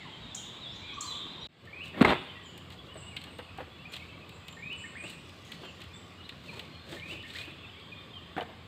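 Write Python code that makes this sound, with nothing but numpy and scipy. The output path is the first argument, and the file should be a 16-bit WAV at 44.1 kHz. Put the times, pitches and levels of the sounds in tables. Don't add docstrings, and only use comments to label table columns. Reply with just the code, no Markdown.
import sys
import numpy as np
from scipy import signal
from scipy.fft import rfft, irfft
from scipy.io import wavfile
from scipy.ndimage import uniform_filter1d, map_coordinates

SR = 44100
rng = np.random.default_rng(int(sys.argv[2]) if len(sys.argv) > 2 else 0)


def persist_wave(psi):
    counts = np.round(np.clip(psi, -1, 1) * 32767).astype(np.int16)
    wavfile.write(sys.argv[1], SR, np.atleast_2d(counts).T)


def voltage_ratio(level):
    return 10 ** (np.asarray(level, float) / 20)


N = 382343
T = np.arange(N) / SR
FOREST_END_S, PORCH_START_S, PORCH_FULL_S = 1.4705, 1.487, 1.86
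# [f/Hz, t60/s]
TRUNKS = [(800, 1), (3000, 0.76), (7000, 0.51), (14000, 1)]


def unit(x):
    return x / np.sqrt(np.mean(x ** 2) + 1e-20)


def along(points, hz):
    f, value = np.transpose(points)
    return np.interp(np.log(hz + 1), np.log(f + 1), value)


def level_curve(points):
    s, db = np.transpose(points)
    return voltage_ratio(np.interp(T, s, db, left=-150, right=-150))


def wobble(rate):
    knots = rng.standard_normal(int(N * rate / SR) + 4)
    return map_coordinates(knots, [np.arange(N) * rate / SR])


def noise(spectrum, patchy_db=0):
    hz, _, z = signal.stft(rng.standard_normal(N + SR // 10), SR, nperseg=1024)
    patches = uniform_filter1d(rng.standard_normal(z.shape), size=4, axis=0)
    patches = unit(uniform_filter1d(patches, size=6, axis=1))
    gain = voltage_ratio(along(spectrum, hz)[:, None] + patchy_db * patches)
    return unit(signal.istft(z * gain, SR, nperseg=1024)[1][:N])


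def hump(lo_hz, hi_hz):
    return [(lo_hz / 2, -50), (lo_hz, 0), (hi_hz, 0), (hi_hz * 1.5, -50)]


def add(track, s, sound):
    start = round(s * SR)
    track[start:start + len(sound)] += sound[:len(track) - start]


def whistle(length, hz, db, flutter_db=3):
    u = np.linspace(0, 1, round(length * SR))
    phase = 2 * np.pi * np.cumsum(hz(u)) / SR
    flutter = np.interp(u * length * 120, np.arange(40), rng.standard_normal(40))
    swell = np.abs(np.sin(np.pi * u ** 0.7)) ** 0.6
    return voltage_ratio(db + flutter_db * flutter) * swell * np.sin(phase)


def notes(table, flutter_db=3):
    x = np.zeros(N)
    for s, length, hz0, hz1, db in table:
        add(x, s, whistle(length, lambda u: hz0 + (hz1 - hz0) * u, db, flutter_db))
    return x


def glides(tables, slopes, waver_hz):
    x, waver = np.zeros(N), waver_hz * wobble(60)
    for table, slope in zip(tables, slopes):
        for s, length, hz, db in table:
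            drift = waver[round(s * SR):]
            add(x, s, whistle(length, lambda u: hz + slope * length * (u - 0.5) + drift[:len(u)], db))
    return x


def ring(modes):
    t = T[:SR // 8]
    tones = sum(voltage_ratio(db - 60 * t / t60) * np.sin(2 * np.pi * hz * t) for hz, db, t60 in modes)
    return (1 - np.exp(-t / 0.00024)) * tones


def echo(x, t60s, wet_db):
    out, size = x.copy(), SR // 4
    for start in range(0, N, size):
        block = x[start:start + size]
        if np.abs(block).max() < 1e-7:
            continue
        hz, t, z = signal.stft(rng.standard_normal(SR * 3 // 4), SR, nperseg=256)
        decay = voltage_ratio(-60 * t / along(t60s, hz)[:, None])
        tail = signal.istft(z * decay, SR, nperseg=256)[1]
        add(out, start / SR, voltage_ratio(wet_db) * signal.fftconvolve(block, tail / np.linalg.norm(tail)))
    return out


def songbird():
    # [t/s after the phrase starts, length/s, start f/Hz, end f/Hz, level/dB]
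    syllables = [(0, 0.014, 1856, 1785, -41.5), (0.014, 0.022, 2090, 2230, -49),
                 (0.054, 0.0256, 2243, 2525, -40.5), (.08, 0.055, 2474, 2570, -44),
                 (0.129, 0.0217, 2494, 2885, -36.5), (0.146, 0.028, 2940, 2970, -39.5),
                 (0.269, 0.016, 1850, 1810, -38.5), (0.284, 0.017, 2080, 2260, -43.5),
                 (.378, .012, 1450, 1700, -48), (0.383, 0.0294, 1680, 2390, -39),
                 (0.406, 0.0636, 2402, 2520, -41.5), (0.467, 0.026, 2520, 2920, -41),
                 (.488, 0.021, 2930, 2950, -44)]
    # [t/s, level/dB, extra level of the second half/dB]
    repeats = [
        (1.673, -2.5, 0.5),
        (4.569, -1, -1),
        (6.966, -1.5, -2),
    ]
    table = []
    for s, level, late in repeats:
        for after, length, hz0, hz1, db in syllables:
            table.append((s + after, length, hz0, hz1, db + level + late * (after > 0.25)))
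    return notes(table, flutter_db=1.2)


def door():
    # [f/Hz, level/dB, t60/s]
    latch = [(900, -8, 0.01), (1500, -17, 0.008), (396, -16, 0.016), (3300, -26, .008)]
    # [f/Hz, level/dB, t60/s]
    bounce = [(2115, -7.5, 0.015), (1240, -14.5, 0.027)]
    # [t/s, low level/dB, high level/dB, rise over 60 dB/s, t60/s]
    jolts = [
        (1.998, -33, -40, 0.19, 0.047),
        (2.014, -23, -19, 0.0238, 0.085),
        (2.0488, -24, -20.5, 0.0127, 0.055),
        (2.074, -32, -56, 0.02, 0.054),
        (2.092, -41, -27.5, 0.13, 0.047),
        (2.102, -32, -20.5, 0.1326, 0.085),
        (2.116, -34.5, -28.5, 0.07, .2),
    ]
    thump_shape = np.exp(-((T - 2.0162) / 0.0047) ** 4)
    x = voltage_ratio(-8.5) * thump_shape * np.sin(2 * np.pi * 245 * (T - 2.0139))
    add(x, 2.0478, ring(latch))
    add(x, 2.0478 + 0.00163, ring(bounce))
    shapes = [voltage_ratio(-60 * np.maximum((s - T) / rise, (T - s) / t60)) for s, _, _, rise, t60 in jolts]
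    low, high = voltage_ratio(np.array(jolts)[:, 1:3].T) @ shapes
    rattle = unit(voltage_ratio(3.9 * wobble(500)))
    wood = noise([(300, 7.5), (900, 9.5), (2200, 1.0), (4000, -6.5), (5800, -33.0), (8000, -26.5), (15000, -62)])
    return x + low * noise(hump(173, 390)) + high * rattle * wood


def knocks():
    # [t/s, peak level/dB, f/Hz]
    boards = [(1.945, -42, 620), (1.975, -40, 560), (2.955, -39, 635), (3.267, -45, 280), (3.39, -33, 492),
              (3.585, -33.5, 777), (3.604, -37, 512), (5.037, -40, 330), (5.631, -46, 376),
              (5.633, -49, 708), (6.572, -48, 480), (7.12, -46.5, 329), (6.319, -51, 270),
              (6.529, -48.5, 940), (6.593, -56, 386), (6.926, -36, 342), (7.476, -42, 314),
              (8.367, -36, 333), (8.371, -38, 202), (8.38, -34, 506), (8.416, -34, 494),
              (8.488, -47.5, 652)]
    x, puff, t = np.zeros(N), np.zeros(N), T[:SR // 8]
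    for s, db, hz in boards:
        t60 = 0.074 * voltage_ratio(0.63 * (-37.5 - db))
        add(x, s, ring([(hz, db, t60), (hz * 1.67, db - 6.5, t60 * 0.31)]))
        add(puff, s, voltage_ratio(db - 6.0 - 60 * t / (1.8 * t60)) * (1 - np.exp(-t / 0.00073)))
    return x + puff * noise([(190, -21), (330, 1.5), (900, -5.5), (1800, -7.5), (3500, -15.5), (5500, -40.5)])


def pings():
    # [t/s, peak level/dB, f/Hz]
    bits = [(3.937, -33, 3470), (3.957, -32, 3300), (3.968, -37, 3020), (4.264, -43, 3000),
            (5.077, -42, 3800), (5.097, -44, 3200), (6.324, -40, 1800), (6.653, -48, 2830),
            (6.92, -45, 2900), (6.998, -34, 3000), (7.2275, -41, 3700), (7.3034, -34, 3700),
            (7.327, -42, 4070), (7.3557, -33.5, 4040), (7.371, -38, 3940), (7.386, -31, 4000),
            (7.413, -32, 3400), (7.437, -42, 3700), (8.409, -27, 3000)]
    # [t/s, peak level/dB, f/Hz, t60/s]
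    footfall = [
        (8.366, -28.5, 330, .03),
        (8.366, -28, 1500, 0.017),
        (8.38, -22, 769, .04),
        (8.391, -27.5, 750, 0.033),
        (8.399, -24, 690, 0.025),
        (8.411, -32, 900, .03),
        (8.416, -35, 700, 0.037),
    ]
    x, t60_bit = np.zeros(N), 0.014
    for s, db, hz in bits:
        add(x, s, ring([(hz, db, t60_bit), (hz * 0.8, db - 6, t60_bit), (hz * 1.15, db - 12, t60_bit)]))
    for s, db, hz, t60 in footfall:
        add(x, s, ring([(hz, db, t60), (hz * 1.51, db - 10, t60 * 0.53), (hz * 2.27, db - 7.5, t60 * 0.57)]))
    return x


def ticks():
    # [t/s, peak level/dB, 2-5 kHz level/dB]
    claw_ticks = [(1.6532, -56, -47), (1.856, -44, -40), (2.577, -38, -42), (2.7024, -46, -40.5),
                  (3.165, -40, -24), (3.2146, -47, -37), (3.239, -40, -35.5), (3.385, -45, -39.5),
                  (3.576, -45, -42), (3.922, -43, -45), (3.9375, -39, -32), (3.9645, -39, -32),
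                  (4.292, -44, -39.5), (4.482, -38, -32.5), (4.5257, -47, -43), (4.7277, -45, -39),
                  (5.0989, -37, -40), (5.292, -50, -43), (5.518, -39, -31.5), (5.816, -43.5, -33.5),
                  (5.839, -49, -42), (6.291, -43, -31), (6.593, -40, -29), (6.6522, -54, -44),
                  (7.2275, -51, -44), (7.3034, -63, -42), (7.3557, -49, -36), (7.386, -58, -37),
                  (7.4136, -49, -33), (7.451, -49, -46), (7.51, -54, -48), (5.45, -47, -52),
                  (5.62, -54, -52), (5.65, -51, -46), (5.804, -48, -41), (6.92, -42, -47),
                  (2.722, -48, -42), (7.7972, -57, -42)]
    # [t/s, peak level/dB, 2-5 kHz level/dB]
    door_ticks = [(2.013, -40, -34), (2.021, -32, -38), (2.05, -32, -26), (2.09, -43, -22.5),
                  (2.1, -40, -29), (2.112, -43, -32), (2.14, -46, -37)]
    # [t/s, peak level/dB, 2-5 kHz level/dB]
    step_ticks = [(8.3679, -56, -49), (8.3804, -51, -51), (8.408, -50, -38), (8.4268, -50, -46)]
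    bright, mid, t = np.zeros(N), np.zeros(N), T[:SR // 20]
    for s, db, mid_db in claw_ticks + door_ticks + step_ticks:
        add(bright, s, voltage_ratio(db - 4.5 - 60 * t / 0.014) * (1 - np.exp(-t / 0.00069)))
        add(mid, s, voltage_ratio(mid_db - 2.0 - 60 * t / 0.044) * (1 - np.exp(-t / 0.0024)))
    bright_noise = noise([(4000, -14), (5800, -7.0), (8000, 2.0), (10500, -12.5), (14000, -6.0), (15800, -18)])
    mid_noise = noise([(1000, -22), (1900, -5.5), (3000, 3.0), (4200, -2.0), (5800, -36)])
    return bright * bright_noise + mid * mid_noise


def scuffs():
    # [centre t/s, half length/s, hiss level/dB, body level/dB]
    rubs = [(1.653, 0.026, -80, -56.5), (1.865, 0.031, -66, -64), (2.732, 0.022, -70, -62),
            (2.87, .015, -72.5, -71), (3.947, 0.03, -61, -59), (5.098, 0.055, -64.5, -62),
            (5.476, 0.025, -70.5, -74), (5.627, 0.019, -73, -52), (6.475, 0.049, -70, -56.5),
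            (6.57, 0.055, -67.5, -52.5), (6.933, 0.053, -61, -47), (7.117, 0.052, -63, -51.5),
            (7.39, 0.051, -60, -61), (7.302, 0.047, -67.5, -64), (5.54, 0.025, -68.5, -70)]
    # [f/Hz, level/dB]
    hiss_colour = [(1000, 5), (2500, 14.5), (4000, 16), (5800, -2.5), (8000, 4.5), (10500, -12),
                   (14000, -6), (15800, -13)]
    hiss = sum(voltage_ratio(db) * np.exp(-((T - s) / half) ** 2) for s, half, db, _ in rubs)
    body = sum(voltage_ratio(db) * np.exp(-((T - s) / half) ** 2) for s, half, _, db in rubs)
    grit = unit(voltage_ratio(2.1 * wobble(180)))
    drag = unit(voltage_ratio(1.6 * wobble(60)))
    return voltage_ratio(13.5) * hiss * grit * noise(hiss_colour) + body * drag * noise(hump(127, 627))


def yard_birds():
    # [t/s, length/s, middle f/Hz, level/dB]
    falls = [(2.278, 0.0483, 3060, -49), (2.441, 0.077, 3054, -55.5), (4.315, .03, 2600, -55),
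             (4.085, .04, 2570, -54), (2.53, 0.046, 2883, -53.5), (2.6, .04, 2960, -57),
             (5.98, .03, 3540, -56), (5.955, .02, 3520, -55), (5.609, 0.0864, 3273, -53),
             (5.639, 0.1, 2780, -56), (6.48, 0.03, 2474, -43.5), (6.72, 0.078, 3110, -59),
             (6.75, 0.013, 2970, -54), (7.567, 0.056, 3460, -58), (7.69, 0.024, 2980, -53)]
    # [t/s, length/s, middle f/Hz, level/dB]
    plunges = [(5.63, 0.0395, 2700, -56), (5.67, 0.041, 3000, -56), (3.109, 0.051, 2400, -52.5),
               (7.633, 0.0284, 2574, -46.5), (7.917, 0.0225, 2420, -46), (8.133, 0.068, 3060, -48.5)]
    # [t/s, length/s, middle f/Hz, level/dB]
    rises = [(3.756, 0.036, 2870, -59), (3.786, 0.057, 2730, -56), (4.008, 0.029, 2265, -52.5),
             (5.933, 0.021, 3500, -53), (6.522, 0.02, 2500, -64), (7.755, 0.045, 2310, -55),
             (7.854, .027, 3620, -64)]
    # [t/s, length/s, middle f/Hz, level/dB]
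    holds = [(2.338, 0.065, 2760, -56), (2.353, 0.033, 1954, -49.5), (2.882, 0.073, 2967, -51),
             (3.026, .027, 2700, -51), (3.062, 0.06, 2900, -53), (2.785, 0.037, 3370, -53.5),
             (3.26, 0.08, 2880, -55.5), (3.7, .08, 3420, -59), (5.55, .2, 4400, -65),
             (3.385, 0.074, 2870, -56), (3.46, 0.149, 2600, -57), (3.849, 0.031, 2440, -47.5),
             (4.2, 0.056, 2550, -54.5), (3.995, 0.021, 2550, -55), (4.02, 0.014, 2300, -54),
             (4.125, 0.038, 2330, -56), (3.98, .015, 2230, -56), (4.431, 0.092, 2550, -57),
             (4.648, 0.079, 3710, -60), (5.49, 0.061, 2000, -56), (6.172, 0.065, 2880, -56.5),
             (6.205, .03, 2900, -57), (6.244, 0.026, 4110, -54), (6.248, .02, 3850, -55),
             (5.935, 0.055, 7550, -66), (2.19, 0.074, 8900, -74), (6.462, 0.13, 4220, -58.5),
             (6.649, .24, 4200, -62.5), (6.63, .06, 2160, -58), (6.76, .02, 2450, -54),
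             (5.9, 0.027, 2380, -57), (7.81, .07, 3550, -61), (7.95, 0.082, 3550, -56),
             (7.7, .07, 3300, -60), (7.88, .04, 3540, -63), (8.315, .04, 2810, -63),
             (4.395, .04, 3150, -60)]
    slopes = (-4300, -9700, 5000, 698)
    # [t/s, length/s, start f/Hz, end f/Hz, level/dB]
    sweeps = [
        (7.502, .016, 2550, 2050, -50),
        (6.228, .024, 3150, 4050, -54),
    ]
    return voltage_ratio(1.5) * glides([falls, plunges, rises, holds], slopes, waver_hz=55) + notes(sweeps)


def warbles():
    # [t/s, length/s, start f/Hz, end f/Hz, level/dB]
    thin_notes = [(0.135, .16, 7070, 7600, -74), (2.42, .13, 7620, 6570, -70),
                  (2.936, 0.05, 7850, 8350, -66), (2.96, 0.14, 7700, 8050, -64),
                  (3.867, .05, 7700, 7150, -74), (5.448, 0.036, 6600, 6500, -65),
                  (3.304, 0.08, 8300, 8350, -77), (4.297, 0.076, 7460, 7450, -65.5),
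                  (4.453, 0.094, 7250, 7280, -65.5), (4.789, 0.09, 7600, 7710, -68),
                  (5.0, 0.08, 7460, 7400, -68), (5.641, 0.081, 7100, 7000, -70),
                  (5.94, 0.06, 7620, 7800, -68), (7.628, 0.054, 7500, 7300, -80)]
    x, shiver = np.zeros(N), 220 * wobble(400)
    for s, length, hz0, hz1, db in thin_notes:
        swing_hz = 567 * voltage_ratio(0.82 * (db + 59.5))

        def pitch(u):
            swing = swing_hz * np.sin(2 * np.pi * 17 * length * u + 0.5)
            return hz0 + (hz1 - hz0) * u + swing + shiver[round(s * SR):][:len(u)]
        add(x, s, whistle(length, pitch, db, flutter_db=7.5))
    return x


def zigzags():
    # [t/s, f/Hz]
    calls = [
        [(4.752, 8000), (4.768, 8450), (4.786, 7050), (4.825, 8350), (4.86, 8500)],
        [(4.962, 8050), (4.99, 8650), (5.02, 7950), (5.036, 8400), (5.052, 7750), (5.1, 8450)],
    ]
    x = np.zeros(N)
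    for s, hz in map(np.transpose, calls):
        length = s[-1] - s[0]
        add(x, s[0], whistle(length, lambda u: np.interp(s[0] + u * length, s, hz), -59.5))
    return x


def chips():
    # [t/s, top f/Hz, level/dB]
    upsweeps = [
        (0.3456, 7050, -31.5),
        (1.006, 7380, -29),
    ]
    x, snap = np.zeros(N), np.zeros(N)
    t, tail = T[:round(0.0066 * SR)], T[:SR // 10]
    for s, hz, db in upsweeps:
        phase = 2 * np.pi * np.cumsum(hz * (1 - 0.5 * np.exp(-(t / 0.00262) ** 2))) / SR
        swell = np.sin(np.pi * (t / t[-1]) ** 2.6) ** 0.75
        add(x, s, voltage_ratio(db) * swell * (np.sin(phase) + voltage_ratio(-30) * np.sin(2 * phase)))
        add(snap, s, voltage_ratio(db - 13 - 60 * tail / 0.12) * (1 - np.exp(-tail / 0.0012)))
    return x + snap * noise([(4500, -14), (5800, 3), (7200, 6.5), (8800, -4.5), (10500, -18),
                             (12000, -23), (14000, -15), (15500, -24)])


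def forest_birds():
    # [t/s, length/s, middle f/Hz, level/dB]
    falls = [(.005, .04, 3700, -57), (.04, .07, 950, -55), (.215, .05, 3250, -56), (.09, .035, 3770, -60),
             (.115, 0.044, 3200, -51), (.21, 0.06, 3770, -51), (.31, .042, 3470, -49.5),
             (.36, .045, 3800, -51), (.365, 0.04, 3150, -47), (.405, .035, 2870, -55),
             (.43, 0.04, 3540, -48), (.46, 0.03, 3760, -48.5), (.47, .04, 3450, -48),
             (.65, .035, 3430, -46), (.685, .04, 3520, -48), (.87, 0.054, 3396, -46),
             (1.065, 0.0755, 3920, -44), (1.145, 0.03, 3800, -43), (1.1, .04, 3450, -45),
             (1.15, .04, 3480, -47), (1.125, .04, 3130, -53), (1.215, .025, 3600, -44)]
    # [t/s, length/s, middle f/Hz, level/dB]
    plunges = [(0, 0.061, 1980, -53), (.06, .04, 2900, -56), (.89, 0.035, 2250, -51)]
    # [t/s, length/s, middle f/Hz, level/dB]
    rises = [(.81, 0.03, 2270, -54), (.67, .04, 4900, -68), (.705, .035, 5300, -64), (.73, .05, 6000, -68),
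             (.805, .04, 7400, -72), (1.195, .05, 3680, -46), (1.3, .04, 4000, -51),
             (1.41, 0.06, 3900, -48)]
    # [t/s, length/s, middle f/Hz, level/dB]
    holds = [(.835, .03, 2420, -51), (.875, 0.086, 2492, -52.5), (.7, .045, 3450, -51),
             (1.018, .025, 4220, -45), (.47, .05, 3720, -51), (.52, .06, 3500, -52),
             (1.405, .04, 5700, -68), (.83, .06, 3950, -56), (1.15, .05, 3250, -50), (1.28, .06, 3600, -51),
             (1.35, .05, 3750, -52), (1.425, .03, 4450, -59)]
    slopes = (-6500, -11000, 9004, -300)
    # [t/s, middle f/Hz, level/dB]
    dove = [(.528, 1060, -55), (.58, 1070, -58), (.925, 1060, -51), (.966, 1150, -43), (1.008, 1170, -43),
            (1.03, 1080, -45), (1.055, 1110, -44), (1.1, 1050, -50), (1.25, 1120, -52), (1.375, 1010, -55)]
    # [t/s, length/s, start f/Hz, end f/Hz, level/dB]
    sweeps = [
        (1.022, .052, 4200, 5050, -52),
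        (.61, .065, 4000, 3330, -46),
    ]
    # [t/s, length/s, start f/Hz, end f/Hz, level/dB]
    droops = [
        (.715, .118, 6950, 4150, -65),
    ]
    # [t/s, length/s, start f/Hz, end f/Hz, level/dB]
    swoops = [
        (.936, .065, 5000, 7950, -66),
        (.93, .045, 5000, 6300, -65),
    ]
    coos = [(s, 0.034, hz, db) for s, hz, db in dove]
    x = glides([falls, plunges, rises, holds, coos], [*slopes, -8000], waver_hz=32) + notes(sweeps)
    for s, length, hz0, hz1, db in droops:
        add(x, s, whistle(length, lambda u: hz0 + (hz1 - hz0) * u ** 3.2, db))
    for s, length, hz0, hz1, db in swoops:
        add(x, s, whistle(length, lambda u: hz1 + (hz0 - hz1) * (1 - u) ** 3.5, db))
    return x


def flock(level, until, count, lo_hz, hi_hz):
    table = []
    for when, size, pitch, other in rng.random((count, 4)):
        hz = lo_hz + (hi_hz - lo_hz) * pitch
        table.append((when * until, 0.0306 + 0.054 * size, hz, hz * (0.93 + 0.0713 * other), -5 * size))
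    return level * unit(echo(notes(table), TRUNKS, 21.0))


def rustle():
    # [t/s, level/dB]
    swell = [(1.6, -89), (1.89, -110), (4.99, -97), (5.26, -72.5), (8.67, -96)]
    crackle = unit(voltage_ratio(2.6 * wobble(300)))
    colour = [(3500, -21), (4800, 8.5), (6500, -1.0), (10000, -9.0), (14000, -20)]
    return voltage_ratio(6.5) * level_curve(swell) * crackle * noise(colour, patchy_db=0.5)


def hum():
    band = voltage_ratio(-65.5) * noise([(950, -15), (1090, 9.0), (1210, 5.0), (1350, -28.0)])
    turn = 2 * np.pi * np.cumsum(86 + 1.8 * wobble(6)) / SR
    motor = voltage_ratio(-56 + 2.0 * wobble(6.8)) * np.sin(turn)
    overtone = voltage_ratio(-62.5 + 3.5 * wobble(5)) * np.sin(2 * turn)
    return band + motor + overtone


def porch():
    # [f/Hz, t60/s]
    garden = [(1700, 0.4), (2600, 0.89), (8000, 0.56)]
    # [f/Hz, t60/s]
    yard = [(200, 0.51), (2500, 0.88), (8000, 0.75), (14000, 0.66)]
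    # [t/s, level/dB]
    far_flock = [(1.5, -102), (2.08, -54), (4.02, -102.5), (7.89, -59.5), (8.67, -73.5)]
    # [f/Hz, level/dB per Hz]
    air_colour = [(15, -46), (25, -14), (37, -16), (64, 1.5), (110, 1), (879, -15.5), (1120, -13.5),
                  (1470, -17.5), (3480, -16), (4810, -25.5), (5810, -41), (7810, -32.5), (10500, -56),
                  (13800, -40.5), (15800, -75)]
    birds = echo(songbird(), garden, -0.27) + echo(yard_birds(), yard, -3)
    birds = birds + echo(warbles() + zigzags(), yard, 4.0)
    near = echo(door(), yard, -15.0) + echo(knocks() + pings(), yard, -13.0)
    near = near + echo(ticks() + scuffs(), yard, -9)
    far = flock(voltage_ratio(4.5) * level_curve(far_flock), until=T[-1], count=700, lo_hz=3200, hi_hz=3700)
    rise = np.clip(0.2 + (T - PORCH_START_S) / (PORCH_FULL_S - PORCH_START_S), 0, 1)
    fade = (T > PORCH_START_S) * rise
    air = voltage_ratio(-50.5 + 0.27 * wobble(2.9)) * noise(air_colour, patchy_db=2.0)
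    return birds + near + far + rustle() + fade * (air + fade * hum())


def forest():
    # [t/s, modes [f/Hz, level/dB, t60/s]]
    twig = (1.098, [(14100, -60, .04), (13200, -65, .03)])
    # [t/s, level/dB]
    chorus = [(0.0, -60), (0.2, -60), (.45, -52), (.7, -51), (.85, -47), (1.05, -46), (1.2, -43),
              (1.35, -49), (1.47, -42)]
    # [f/Hz, level/dB per Hz]
    air_colour = [(15, -41), (25, 1), (179, 0), (424, -9), (1120, -12.5), (1430, -15), (2590, -13),
                  (3210, -10.5), (3870, -12.5), (5970, -35.5), (7600, -27), (8700, -42.5), (15800, -52)]
    birds = voltage_ratio(1.1) * echo(forest_birds(), TRUNKS, 1.5) + echo(chips(), TRUNKS, 2.9)
    add(birds, twig[0], ring(twig[1]))
    far = flock(voltage_ratio(-12.0) * level_curve(chorus), until=FOREST_END_S, count=320, lo_hz=3100, hi_hz=4110)
    insect = voltage_ratio(-84 + 2.2 * wobble(30)) * np.sin(2 * np.pi * 14400 * T)
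    air = voltage_ratio(-48.0) * noise(air_colour, patchy_db=1.5)
    return birds + far + insect + air


def scene():
    return (forest() * (T < FOREST_END_S) + porch() * (T > PORCH_START_S))[None]


def roll_off(x):
    return signal.sosfilt(signal.butter(12, 15900, fs=SR, output="sos"), x)


def record(dry):
    bass_cut = signal.butter(3, 62, "highpass", fs=SR, output="sos")
    spectrum = rfft(signal.sosfilt(bass_cut, dry))
    spectrum[:, np.fft.rfftfreq(N, 1 / SR) > 15650] = 0
    return roll_off(irfft(spectrum, N))


dry = scene()
out = record(dry)
persist_wave(out)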